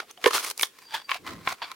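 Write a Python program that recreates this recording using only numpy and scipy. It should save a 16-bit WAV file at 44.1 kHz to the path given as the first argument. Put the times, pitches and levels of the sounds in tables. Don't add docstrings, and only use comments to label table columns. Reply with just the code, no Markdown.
import sys
import numpy as np
from scipy import signal
from scipy.fft import rfft, irfft, next_fast_len
from scipy.io import wavfile

SR = 44100
rng = np.random.default_rng(int(sys.argv[2]) if len(sys.argv) > 2 else 0)


def bounce(signal):
    frames = np.transpose(np.atleast_2d(signal))
    limited = np.clip(frames, -1, 1)
    pcm = np.round(limited * 32767).astype(np.int16)
    wavfile.write(sys.argv[1], SR, pcm)


N = 77175
TIME = np.arange(N) / SR
TREBLE_HZ = 4870


def amp(db):
    return 10 ** (np.asarray(db) / 20)


def unit(x):
    return x / np.sqrt(np.mean(x ** 2) + 1e-20)


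def at_hz(points, hz):
    point_hz, point_db = np.transpose(points)
    return np.interp(np.log(hz), np.log(point_hz), point_db)


def curve(rows):
    s, db, *rest = np.transpose(rows)
    gain = amp(np.interp(TIME, s, db, left=-120, right=-120))
    return [gain] + [np.interp(TIME, s, column) for column in rest]


def shelf(hz, corner_hz):
    return 1 / (1 + (corner_hz / hz) ** 4)


def resonance(hz, centre_hz, octaves):
    return 1 / (1 + (np.log2(hz / centre_hz) / octaves) ** 2)


def colour(x, db_at):
    n = x.shape[-1]
    size = 2 * next_fast_len(n)
    hz = np.maximum(np.arange(size // 2 + 1) * SR / size, 1)
    cepstrum = irfft(np.log(amp(db_at(hz))))
    cepstrum[1:size // 2] *= 2
    cepstrum[size // 2 + 1:] = 0
    response = np.exp(rfft(cepstrum))
    return irfft(rfft(x, size) * response)[..., :n]


def drift(rate_hz):
    r = np.exp(-2 * np.pi * rate_hz / SR)
    slow = signal.lfilter([1], [1, -2 * r, r * r], rng.standard_normal(N + SR))
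    return unit(slow[SR:])


def grains(per_s, spread_db, flutter_db):
    sizes = amp(spread_db * np.minimum(rng.exponential(1, N), 4))
    clicks = sizes * rng.choice([-1, 1], N) * (rng.random(N) < per_s / SR)
    return unit(clicks * amp(flutter_db * drift(62)))


FRACTURE_LEAD_S, FRACTURE_RISE_S = .008, 0.0012


def fractures(rows, body_db, click, size=2048):
    lead = int(FRACTURE_LEAD_S * SR)
    out = np.zeros(N + size)
    t = (np.arange(size) - lead) / SR
    for s, db, decay_s, treble_db, *ring in rows:
        envelope = np.exp(np.minimum(t / FRACTURE_RISE_S, -t / decay_s))
        burst = unit(rng.standard_normal(size) * envelope)
        burst[lead] += click * np.sqrt(size)
        burst = colour(burst, lambda hz: body_db(hz, s, *ring) + treble_db * shelf(hz, TREBLE_HZ))
        start = max(int(s * SR), 0)
        out[start:start + size] += amp(db) * unit(burst) * np.sqrt(.005 * SR / size)
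    return out[lead:lead + N]


# frequency in Hz, level in dB.
OPEN_COLOUR = [(40, -30.5), (200, -21.5), (420, -2), (620, -7.5), (1200, 2.5), (1700, -4.5), (2150, -2),
               (3600, -4), (6300, -7.5), (7400, -13), (10000, -10), (15500, -20)]
SPLINTER_DB, SPLINTER_WIDTH_OCT = 13, 0.11


def splinter_db(hz, s, ring_hz):
    return at_hz(OPEN_COLOUR, hz) + SPLINTER_DB * resonance(hz, ring_hz, SPLINTER_WIDTH_OCT)


# click time in seconds, level in dB, decay in seconds,
# treble boost in dB, ring of the splinter in Hz.
SNAPS = [(0.002, -28, 0.0044, -11.5, 1430), (0.1115, -44, 0.0035, 27, 6200),
         (0.1757, -46.5, 0.0036, -11, 3050), (0.2423, -19.5, 0.0033, -10, 2090),
         (0.261, -12.5, 0.0013, -18, 2130), (0.2755, -21.5, 0.0099, -0.5, 1000),
         (0.3086, -25, 0.0048, -4, 1150), (0.334, -25, 0.0014, -6, 4220), (0.3485, -21.5, 0.0079, -2, 980),
         (0.3808, -25, 0.0012, -10, 1420), (0.4475, -27.5, 0.0035, 8, 2140),
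         (0.5015, -31, 0.0015, 19, 4470), (0.5128, -34, 0.0018, 17, 4330),
         (0.5784, -33.5, 0.00091, 18.5, 5340), (0.5963, -27, 0.0018, 4, 2300),
         (0.6123, -25, 0.00074, 12.5, 2250), (0.6241, -24, 0.00084, 29, 10450),
         (0.6312, -20.5, 0.0032, 6.5, 3410), (0.6331, -16.5, 0.0023, -4, 3740)]
# time in seconds, level in dB before the brightening.
TEAR = [(0, -36.5), (.055, -67.5), (.11, -45), (.14, -103), (.21, -52), (.268, -29.5), (.302, -39.5),
        (.33, -35), (.352, -22.5), (.40, -34.5), (.44, -38.5), (.458, -35), (.514, -37.5), (.535, -80),
        (.572, -59.5), (.60, -45.5), (.648, -41), (.72, -92)]
TEAR_GRAINS_PER_S, TEAR_SPREAD_DB, TEAR_FLUTTER_DB = 1800, 2, 3
TEAR_BRIGHTENS_DB_PER_S, TEAR_MID_S = 27.5, 0.27


def bite(click):
    cells = grains(TEAR_GRAINS_PER_S, TEAR_SPREAD_DB, TEAR_FLUTTER_DB)
    tear = unit(colour(cells, lambda hz: at_hz(OPEN_COLOUR, hz)))
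    low = signal.sosfiltfilt(signal.butter(2, TREBLE_HZ, fs=SR, output="sos"), tear)
    treble_gain = amp(TEAR_BRIGHTENS_DB_PER_S * (TIME - TEAR_MID_S))
    tear = low + (tear - low) * treble_gain
    return tear * curve(TEAR)[0] + fractures(SNAPS, splinter_db, click)


# start in seconds, level in dB, treble boost in dB.
KNOCKS = [(0.2425, -21.5, 3.5), (0.2627, -4, 1), (0.2766, -16, 9)]
# frequency in Hz, level in dB, time to fall by 60 dB in seconds.
SHOOT_MODES = [(430, -1, 0.04), (470, -3.5, 0.099), (1066, -5.5, 0.041), (1779, -13, 0.051),
               (2160, -22.5, 0.021)]
KNOCK_ATTACK_S, KNOCK_TREBLE_HZ = 0.0029, 770


def hollow_shoot():
    out = np.zeros(N)
    for s, db, treble_db in KNOCKS:
        t = np.maximum(TIME - s, 0)
        attack = 1 - np.exp(-(t / KNOCK_ATTACK_S) ** 2)
        for hz, mode_db, t60_s in SHOOT_MODES:
            fade = np.exp(-np.log(1000) * t / t60_s) * attack
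            gain = amp(db + mode_db + treble_db * shelf(hz, KNOCK_TREBLE_HZ))
            out += gain * fade * np.sin(2 * np.pi * hz * t)
    return out


# frequency in Hz, level in dB.
MOUTH_COLOUR = [(40, -21), (200, -17), (520, -10.5), (750, -1.5), (1500, -0.5), (2600, -3.5), (4600, -6.5),
                (7000, -17.5), (15500, -25.5)]
MOUTH_PEAKS_DB, MOUTH_WIDTH_OCT = (12.5, 7.5, 9), 0.12


def mouth_db(hz, s):
    chew = min(CHEWS, key=lambda row: abs(row[0] - s))
    centres_hz = chew[-len(MOUTH_PEAKS_DB):]
    peaks = zip(centres_hz, MOUTH_PEAKS_DB)
    return at_hz(MOUTH_COLOUR, hz) + sum(db * resonance(hz, centre, MOUTH_WIDTH_OCT) for centre, db in peaks)


# time of full pressure in seconds, level there in dB, attack, hold and release
# in seconds, treble boost in dB, three mouth resonances in Hz.
CHEWS = [(0.794, -51.5, 0.039, 0.011, 0.053, 14, 1025, 1774, 2390),
         (0.941, -33.5, 0.018, 0.025, 0.026, 4.5, 910, 1650, 3350),
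         (1.097, -34.5, 0.0052, 0.073, 0.005, 4, 1072, 2220, 2660),
         (1.272, -38, 0.011, 0.031, 0.061, 5.5, 1042, 1295, 2010),
         (1.487, -33.5, 0.026, 0.037, .012, 8.5, 1058, 1430, 2210),
         (1.623, -34.5, 0.0049, 0.022, 0.015, -7.5, 960, 3380, 4560),
         (1.699, -42, 0.078, 0.01, 0.034, 2.5, 1030, 1320, 2300)]
# click time in seconds, level in dB, decay in seconds,
# treble boost in dB.
CRACKS = [(0.942, -28, 0.016, 3.5), (0.956, -31, 0.002, -4), (1.094, -26.5, 0.0098, -8),
          (1.110, -31, 0.0027, 8), (1.1165, -19.5, 0.0029, -16), (1.1445, -29.5, 0.0069, 6.5),
          (1.276, -33.5, 0.0026, -12), (1.4752, -18, 0.0021, -25.5), (1.511, -33, 0.00074, -9),
          (1.6195, -32.5, 0.0014, -23), (1.7168, -34.5, 0.0011, 6.5)]
CHEW_GRAINS_PER_S, CHEW_SPREAD_DB, CHEW_FLUTTER_DB = 1800, 1.5, 3.5


def chewing(click):
    out = fractures(CRACKS, mouth_db, click)
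    for s, db, attack_s, hold_s, release_s, treble_db, *_ in CHEWS:
        rise = np.minimum(TIME - s, 0) / attack_s
        fall = np.maximum(TIME - s - hold_s, 0) / release_s
        pressure = np.exp(rise - fall)
        cells = grains(CHEW_GRAINS_PER_S, CHEW_SPREAD_DB, CHEW_FLUTTER_DB)
        pulp = unit(colour(cells, lambda hz: mouth_db(hz, s) + treble_db * shelf(hz, TREBLE_HZ)))
        out = out + amp(db) * pressure * pulp
    return out


# start in seconds, level in dB before the fade and the random waver.
POPS = [(0.0255, -30), (0.1755, -30.5), (1.153, -27.5), (1.519, -26)]
POP_HZ, POP_T60_S = 719, 0.061


def pops():
    out = np.zeros(N)
    for s, db in POPS:
        t = np.maximum(TIME - s, 0)
        fade = np.exp(-np.log(1000) * t / POP_T60_S) * (1 - np.exp(-t / KNOCK_ATTACK_S))
        waver = 0.75 * drift(60)
        out += amp(db) * fade * waver * np.sin(2 * np.pi * POP_HZ * t)
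    return out


# time in seconds, level of the resonance in dB, its pitch in Hz.
GURGLE = [(1.19, -63, 336.8), (1.315, -47.5, 267.7), (1.36, -51.5, 184), (1.47, -59.5, 137),
          (1.55, -62.5, 128)]
GURGLE_WIDTH_HZ = 43
GURGLE_RUMBLE_DB, RUMBLE_LOW_HZ, RUMBLE_TOP_HZ = 2, 71.5, 440


def gurgle():
    gain, hz = curve(GURGLE)
    roughness = drift(GURGLE_WIDTH_HZ) + 1j * drift(GURGLE_WIDTH_HZ)
    ring = unit(np.real(roughness * np.exp(2j * np.pi * np.cumsum(hz) / SR)))
    band = signal.butter(2, [RUMBLE_LOW_HZ, RUMBLE_TOP_HZ], "band", fs=SR, output="sos")
    rumble = unit(signal.sosfilt(band, rng.standard_normal(N)))
    return gain * (ring + amp(GURGLE_RUMBLE_DB) * rumble)


# time in seconds, level in dB, pitch in Hz.
WHISTLE = [(.81, -57, 4880), (.87, -51.5, 4690), (.91, -49, 4720), (1.01, -54, 4680), (1.1, -62, 4700)]
WHISTLE_WAVER_HZ = 28


def whistle(flutter_db=5.5):
    gain, hz = curve(WHISTLE)
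    wavering_hz = hz + WHISTLE_WAVER_HZ * drift(65)
    note = np.sin(2 * np.pi * np.cumsum(wavering_hz) / SR)
    return gain * unit(amp(flutter_db * drift(39)) * note)


# frequency in Hz, level in dB.
AIR_COLOUR = [(30, -15.5), (430, 4.5), (800, -9), (2500, -4), (15500, -13.5)]
AIR_DB = -60


def air():
    return amp(AIR_DB) * unit(colour(rng.standard_normal(N), lambda hz: at_hz(AIR_COLOUR, hz)))


def panned(x, db):
    return x * amp(np.array([[db], [-db]]) / 2)


def reflections(x, decay_s):
    t = TIME[:SR // 4]
    cloud = rng.standard_normal(len(t)) * np.exp(-t / decay_s)
    return signal.fftconvolve(x, cloud / np.linalg.norm(cloud))[:N]


# frequency in Hz, level in dB.
WIDTH = [(200, -8), (1100, -10.5), (2200, -9.5), (4000, -5.5), (13000, -5)]
ECHO_DB, ECHO_T60_S = -15.5, 0.18
KNOCK_PAN_DB = -7.5


def scene():
    jaws = bite(click=0.48) + chewing(click=0.65) + pops()
    mid = jaws + gurgle() + whistle() + air()
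    second_draw = bite(click=0) + chewing(click=0) + gurgle() + air()
    side = colour(second_draw, lambda hz: at_hz(WIDTH, hz))
    echo = np.array([reflections(jaws, ECHO_T60_S / np.log(1000)) for _ in range(2)])
    knocks = panned(hollow_shoot(), KNOCK_PAN_DB)
    return mid + np.array([side, -side]) + knocks + amp(ECHO_DB) * echo


CUTOFF_HZ = 16200


def record(dry):
    rounded = dry / (1 + (dry / .9) ** 6) ** (1 / 6)
    top_cut = signal.ellip(10, .2, 80, CUTOFF_HZ, fs=SR, output="sos")
    return signal.sosfilt(top_cut, rounded)


dry = scene()
out = record(dry)
bounce(out)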